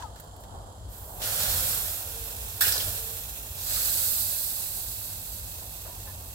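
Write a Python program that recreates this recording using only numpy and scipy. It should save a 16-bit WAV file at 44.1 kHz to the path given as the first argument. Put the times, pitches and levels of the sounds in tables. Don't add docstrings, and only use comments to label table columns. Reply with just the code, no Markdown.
import sys
import numpy as np
from scipy import signal
from scipy.fft import rfft, irfft, next_fast_len
from scipy.io import wavfile
from scipy.ndimage import uniform_filter1d

SR = 44100
rng = np.random.default_rng(int(sys.argv[2]) if len(sys.argv) > 2 else 0)


def unload_audio(sound):
    columns = np.transpose(np.atleast_2d(sound))
    steps = np.round(np.clip(columns, -1, 1) * 32767)
    wavfile.write(sys.argv[1], SR, steps.astype(np.int16))


N = 279902
TIME = np.arange(N) / SR
FFT_SIZE = next_fast_len(N, real=True)
BIN_HZ = np.maximum(np.fft.rfftfreq(FFT_SIZE, 1 / SR), 1)

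# freq_hz, gain_db
HISS_EQ = [(1500, -20), (3000, -47), (5000, -34), (6200, -7.5), (7700, 0.5), (9000, -2), (10500, 0.5),
           (12000, 5.5), (13500, 5), (15800, 1.5)]
# freq_hz, gain_db
FRY_EQ = [(1200, -23), (2200, -5.5), (2600, 1.5), (2950, -3), (3500, 6.5), (3950, 5.5), (4700, 4),
          (5500, 5.5), (6200, -1), (7200, 4), (12000, -1)]


def spills(crossfade_at_s=3.62, crossfade_s=0.13):
    # freq_hz, gain_db
    boil_eq = [(60, 4), (160, 3), (330, -17), (480, 3.5), (620, 6.5), (800, 1.5), (1050, -2.5), (1400, 6.5),
               (1700, 1.5), (2000, -3.5), (2600, -6), (4000, -10)]
    # freq_hz, gain_db
    third_hiss_eq = [(1500, -52), (3000, -67), (5000, -5.5), (6500, -8), (8000, 4), (9200, 3), (10600, 5),
                     (11900, 9), (13200, 6.5), (14200, 9), (15800, 4.5)]
    third_fry_eq = [(1200, -47), (2100, -30), (2600, -14), (2900, -11), (3500, -5), (4300, 1.5),
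                    (5300, -2.5), (6000, -5), (8000, 1.5), (12000, -27)]
    third_boil_eq = [(150, 1.5), (350, -9.5), (600, 1), (1050, -11.5), (1280, -1.5), (1600, -1.5),
                     (1900, -6), (2600, -1.5), (4000, -21)]
    first_two = sizzle(HISS_EQ, FRY_EQ, boil_eq)
    third = sizzle(third_hiss_eq, third_fry_eq, third_boil_eq)
    blend = np.clip((TIME - crossfade_at_s) / crossfade_s + .5, 0, 1)
    return np.sqrt(1 - blend) * first_two + np.sqrt(blend) * third


def sizzle(hiss_eq, fry_eq, boil_eq):
    hiss_db, fry_db, boil_db = wetting()
    pops_per_s = 12000 * undb(.6 * (hiss_db + 30.5))
    sputter_db = 0.2 * wander(25) + 0.2 * wander(140)
    fine_pops = unit(pops(pops_per_s, 3.3) + undb(5.5) * noise())
    hiss = undb(hiss_db) * colour(fine_pops, hiss_eq)
    coarse_pops = unit(pops(pops_per_s / 2, 1.65, spots=3) + undb(-8) * noise())
    fry = undb(fry_db) * colour(coarse_pops, fry_eq)
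    boil = undb(boil_db) * colour(pops(pops_per_s / 2, 2.36), boil_eq)
    return undb(sputter_db) * (hiss + fry + boil)


def wetting(spread_s=0.2, film_db=-14.5, film_drying_db_per_s=3):
    # start_s, rise_s, length_s, hiss_db, drying_db_per_s,
    # fry_offset_db, boil_offset_db
    gushes = [(0.872, 0.06, 0.29, -43.5, 24, -14.5, -20), (1.192, 0.06, 0.54, -29, 34, -8, -15.5),
              (1.202, 0.02, 0.04, -42.5, 38, -17.5, -6.5), (1.325, 0.1, 0.19, -34.5, 40, -1, -8),
              (1.99, 0.27, 0.99, -42, 37, -7, -17.5), (2.622, 0.028, 0.2, -32, 24.5, -7.5, -17.5),
              (3.52, 0.22, 0.54, -27, 13, -11, -23.5), (3.654, 0.12, 0.026, -39, 37, -0.5, -6)]
    power = np.full((3, N), 1e-12)
    for start_s, rise_s, length_s, hiss_db, drying_db_per_s, fry_offset_db, boil_offset_db in gushes:
        age = np.maximum(TIME - start_s, 0)
        since_end = np.maximum(age - length_s, 0)
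        film = undb(film_db - film_drying_db_per_s * since_end)
        water = np.minimum(age / rise_s, 1) * np.hypot(undb(-drying_db_per_s * since_end), film)
        fresh = np.exp(-age / spread_s)
        offsets_db = np.array([-6.5 * fresh, fry_offset_db + 3 * fresh, boil_offset_db + 4 * fresh])
        power += (water * undb(hiss_db + offsets_db)) ** 2
    return 10 * np.log10(power)


def slops():
    # start_s, flash_db, decay_s, drum_offset_db, fry_offset_db
    hits = [(2.607, -18.5, 0.018, -6, -4.5), (2.618, -30, 0.17, -16.5, -3), (2.635, -40, 0.017, -5, -3),
            (2.668, -26.5, 0.012, -7, -5), (2.68, -31, 0.023, -14, -2), (2.72, -26.5, 0.005, -15, 0.5),
            (2.752, -42, 0.025, -5, 0)]
    # freq_hz, gain_db
    flash_eq = [(300, -25), (500, -4), (1000, 0), (2100, -35), (3300, -15), (5000, -10), (6500, -14),
                (7900, 11), (9600, 4.5), (12600, 12.5), (16000, 6)]
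    # pitch_hz, width_hz, gain_db
    steel_modes = [(1280, 55, -2), (1456, 60, 4), (1535, 60, 4.5), (1658, 55, 5), (1781, 45, 3.5),
                   (1870, 60, -3), (2360, 210, -14)]
    flash = drum = fry = 0
    for start_s, flash_db, decay_s, drum_offset_db, fry_offset_db in hits:
        hit = undb(flash_db) * burst(start_s, decay_s, rise_s=0.0014)
        flash += hit
        drum += undb(drum_offset_db) * hit
        fry += undb(fry_offset_db) * hit
    crackle = colour(flash * pops(20000, 1.5), flash_eq)
    return crackle + colour(fry * noise(), FRY_EQ) + ring(drum * noise(), steel_modes)


def spits():
    # start_s, pitch_hz, width_hz, level_db, decay_s
    escapes = [(1.216, 3820, 2220, -37.5, 0.066), (1.235, 6800, 3000, -31, 0.008),
               (2.645, 2580, 700, -34, 0.04), (2.662, 560, 260, -45, 0.019),
               (2.723, 4970, 900, -28.5, 0.024), (2.742, 4840, 1100, -47, 0.035),
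               (2.752, 630, 382, -41, 0.035), (2.778, 4220, 867, -25, 0.0045),
               (2.799, 3340, 300, -27.5, 0.013), (2.805, 4570, 900, -34, 0.016),
               (2.865, 660, 200, -45.5, 0.034), (3.764, 1290, 200, -41, 0.024),
               (3.99, 1330, 300, -41.5, 0.013)]
    rasps = sputter = 0
    crackle = pops(8000, 2.7, spots=3)
    for start_s, pitch_hz, width_hz, level_db, decay_s in escapes:
        puff = undb(level_db) * burst(start_s, decay_s, rise_s=.002) * crackle
        rasps += ring(puff, [(pitch_hz, width_hz, 0)])
        sputter += puff
    return rasps + undb(-19) * ring(sputter, [(680, 290, 0)])


def beads(start_s=1.147, rise_s=0.078, level_db=-44, drying_db_per_s=1.3):
    # freq_hz, gain_db
    bead_eq = [(1500, -8), (2050, -4), (2350, -2), (2680, 8), (2980, -3), (3300, 2.5), (3900, 5),
               (4700, -37), (5400, 0.5), (6300, 3.5), (7600, 1.5), (9000, -2.5), (12000, 3.5), (15800, 2.5)]
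    age = np.maximum(TIME - start_s, 0)
    skitter_db = 1.1 * wander(160)
    envelope = undb(level_db - drying_db_per_s * age + skitter_db) * np.minimum(age / rise_s, 1)
    return envelope * colour(pops(4000, 1.4), bead_eq)


def stove(drone_db=-48.5, rumble_db=-55, flutter_db=-54, calming_db_per_s=0.6):
    # centre_s, half_width_s, drone_step_db, flutter_step_db
    swells = [(0.232, 0.18, -3.5, 1), (0.55, 0.088, 7, 5.5), (0.68, 0.063, -1.5, 2.5),
              (0.84, 0.07, 5, -0.5), (1.17, 0.2, 1, 5), (1.56, 0.067, 10, 7.5), (2.03, 0.059, -6, 4),
              (2.3, 0.36, 2, 0), (2.89, 0.078, 8.5, 0.5), (4.55, 0.2, -5.5, 0.5), (6.2, 0.2, 1.5, 3)]
    # pitch_hz, width_hz, gain_db
    flue_modes = [(45.6, 3.8, 1.5), (61.4, 6.4, 1), (72, 8, -3.5), (93.8, 11.4, 3.5)]
    # freq_hz, gain_db
    rumble_eq = [(10, -23), (35, -2.5), (60, 7), (110, -15), (145, -1.5), (180, -7), (280, -12), (400, -15),
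                 (800, -34)]
    flutter_eq = [(150, -6.5), (330, -7.5), (500, -0.5), (620, 1), (710, 4), (900, 1.5), (1100, -2.5),
                  (1400, -11.5), (1900, -26), (2400, -42)]
    simmer_eq = [(1500, 0.5), (2400, -21), (3100, 3.5), (3500, 0), (4300, 0), (5300, -3.5), (6600, -2),
                 (7400, 6), (8800, -3.5), (10200, -1), (15000, -15)]
    drone_ride_db = -0.15 * wander(11)
    flutter_ride_db = -calming_db_per_s * TIME
    for centre_s, half_width_s, drone_step_db, flutter_step_db in swells:
        swell = np.exp(-((TIME - centre_s) / half_width_s) ** 2)
        drone_ride_db += drone_step_db * swell
        flutter_ride_db += flutter_step_db * swell
    draught = colour(noise(), [(20, 3), (45, 6.5), (100, 5), (200, -3.5)])
    drone = undb(drone_db + drone_ride_db) * unit(ring(draught, flue_modes))
    rumble = undb(rumble_db + 0.43 * drone_ride_db) * colour(noise(), rumble_eq)
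    flutter = undb(flutter_db + flutter_ride_db + 0.5 * wander(60)) * colour(noise(), flutter_eq)
    simmer = undb(-58.5 + 0.5 * wander(4.6)) * colour(pops(9000, 3.2), simmer_eq)
    return drone + rumble + flutter + simmer


def steam_tone(pitch_hz=457, level_db=-59, start_s=1.88, end_s=3.5):
    fade = np.clip((TIME - start_s) / .3, 0, 1) * np.clip((end_s - TIME) / .1, 0, 1)
    note = sine(pitch_hz * (1 + .012 * wander(70)))
    mid_side = np.array([[1], [.4]])
    return mid_side * fade * undb(level_db + 2 * wander(8.1)) * note


def ladle():
    # start_s, pitch_hz, glide_octaves_per_s, level_db, length_s
    air_pockets = [(-0.006, 790, 17, -41, 0.027), (0.018, 1123, -11, -36, 0.05),
                   (0.025, 1365, -3, -42, 0.064), (5.865, 967, 0, -50.5, 0.085),
                   (6.06, 1750, -0.5, -55, 0.066), (6.077, 1017, -0.5, -48, 0.026)]
    # start_s, splat_db, spray_db, decay_s
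    drops = [(-0.005, -48, -59, 0.052), (0.022, -43, -67, 0.0059), (0.157, -54, -57, 0.053),
             (0.198, -54, -40.5, 0.0073), (0.238, -66, -59, .02), (0.362, -54, -48, .006),
             (0.40, -74, -54, 0.032), (0.435, -49, -55, 0.0097)]
    # freq_hz, gain_db
    splat_eq = [(800, 2), (1600, 8.5), (2300, -5), (3200, 2), (4400, 3), (5200, -2), (6000, 0), (7500, -1),
                (10000, -8), (16000, -29)]
    glugs = splat = spray = 0
    for start_s, pitch_hz, glide, level_db, length_s in air_pockets:
        age = np.clip(TIME - start_s, 0, length_s)
        waver = 1 + .008 * wander(400)
        envelope = undb(level_db + wander(300)) * np.sin(np.pi * age / length_s)
        glugs += envelope * sine(pitch_hz * waver * 2 ** (glide * age))
    for start_s, splat_db, spray_db, decay_s in drops:
        envelope = burst(start_s, decay_s, rise_s=.001)
        splat += undb(splat_db) * envelope
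        spray += undb(spray_db) * envelope
    drips = colour(splat * noise(), splat_eq) + colour(spray * noise(), HISS_EQ)
    mid_side = np.array([[1.2], [.7]])
    return mid_side * glugs + undb(-12) * tent(glugs) + drips


def splashes():
    # start_s, level_db, decay_s
    landings = [(5.608, -52, 0.051), (5.849, -43.5, 0.028), (5.885, -48, 0.015), (6.07, -45, 0.02),
                (6.128, -52, 0.022)]
    # pitch_hz, width_hz, gain_db
    puddle_modes = [(650, 200, 27), (770, 120, -13), (910, 70, 1), (1340, 110, -29), (1710, 80, -5)]
    envelope = sum(undb(level_db) * burst(start_s, decay_s, rise_s=0.0064)
                   for start_s, level_db, decay_s in landings)
    plops = ring(envelope * noise(), puddle_modes)
    splats = ring(envelope * pops(1500, 2.5, spots=2), [(1400, 630, 0)])
    return plops + undb(-9) * splats


def tent(x, t60_s=0.053, wet_db=1):
    t = TIME[:SR // 10]
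    paths = rng.standard_normal((2, len(t))) * undb(-60 * t / t60_s)
    paths *= undb(wet_db) / np.sqrt(np.sum(paths ** 2, axis=1, keepdims=True))
    paths[[0, 1], rng.integers(0, 16, size=2)] += 1
    return signal.oaconvolve(x[None], paths, axes=1)[:, :N] / np.sqrt(1 + undb(2 * wet_db))


def pops(per_s, spread_db, spots=5):
    crackle = 0
    for _ in range(spots):
        size = undb(spread_db * np.minimum(rng.exponential(size=N), 6))
        triggers = rng.random(N) < per_s / spots / SR
        polarity = rng.choice([-1, 1], N)
        crackle += tent(triggers * size * polarity / np.sqrt(per_s))
    return unit(crackle)


def noise():
    return rng.standard_normal((2, N))


def sine(pitch_hz):
    return np.sin(2 * np.pi * np.cumsum(pitch_hz) / SR)


def wander(rate_hz):
    hold = max(int(SR / rate_hz), 2)
    steps = rng.standard_normal(N)[np.arange(N) // hold]
    return 2.63 * uniform_filter1d(uniform_filter1d(steps, hold), hold)


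def burst(start_s, decay_s, rise_s):
    age = np.maximum(TIME - start_s, 0)
    return (1 - np.exp(-age / rise_s)) * np.exp(-age / decay_s)


def curve(points):
    freq_hz, value = np.transpose(points)
    return np.interp(np.log(BIN_HZ), np.log(freq_hz), value)


def colour(x, eq):
    return irfft(rfft(x, FFT_SIZE) * unit(undb(curve(eq))), FFT_SIZE)[..., :N]


def ring(x, modes):
    response = 0
    for k, (pitch_hz, width_hz, gain_db) in enumerate(modes):
        detuning = (BIN_HZ / pitch_hz - pitch_hz / BIN_HZ) * pitch_hz / width_hz
        response += (-1) ** k * undb(gain_db) / (1 + 1j * detuning)
    return irfft(rfft(x, FFT_SIZE) * unit(response), FFT_SIZE)[..., :N]


def undb(db):
    return 10 ** (np.asarray(db) / 20)


def unit(x):
    return x / np.sqrt(np.mean(np.abs(x) ** 2))


def scene():
    # freq_hz, correlation
    stereo_likeness = [(25, 1), (290, 0.88), (520, 0.85), (720, 0.34), (1000, 0), (1250, -0.32),
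                       (1500, -0.14), (1850, 0.33), (2350, -0.5), (2750, -0.26), (3150, -0.34),
                       (3700, -0.4), (4400, 0.2), (5500, 0), (6500, -0.03), (8500, 0.02), (11000, 0)]
    # freq_hz, left_minus_right_db
    stereo_balance = [(60, 2), (700, -2), (1100, -2.5), (1450, -8), (2000, 1.5), (2600, -5), (3000, -3),
                      (4500, -2), (7500, -1.5), (9200, -7.5), (10500, -5), (12300, -11), (15000, -3.5)]
    mix = spills() + slops() + spits() + beads() + stove() + steam_tone() + ladle() + splashes()
    mid, side = rfft(mix, FFT_SIZE)
    correlation = np.clip(curve(stereo_likeness), -1, 1)
    mid *= np.sqrt(1 + correlation)
    side *= np.sqrt(1 - correlation)
    pan = undb(np.array([[1], [-1]]) * curve(stereo_balance) / 2)
    pan /= np.sqrt(np.mean(pan ** 2, axis=0))
    return irfft(np.array([mid + side, mid - side]) * pan, FFT_SIZE)[:, :N]


def record(dry):
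    cutoff_hz = 15780
    return signal.sosfilt(signal.ellip(12, .1, 80, cutoff_hz, fs=SR, output="sos"), dry)


dry = scene()
out = record(dry)
unload_audio(out)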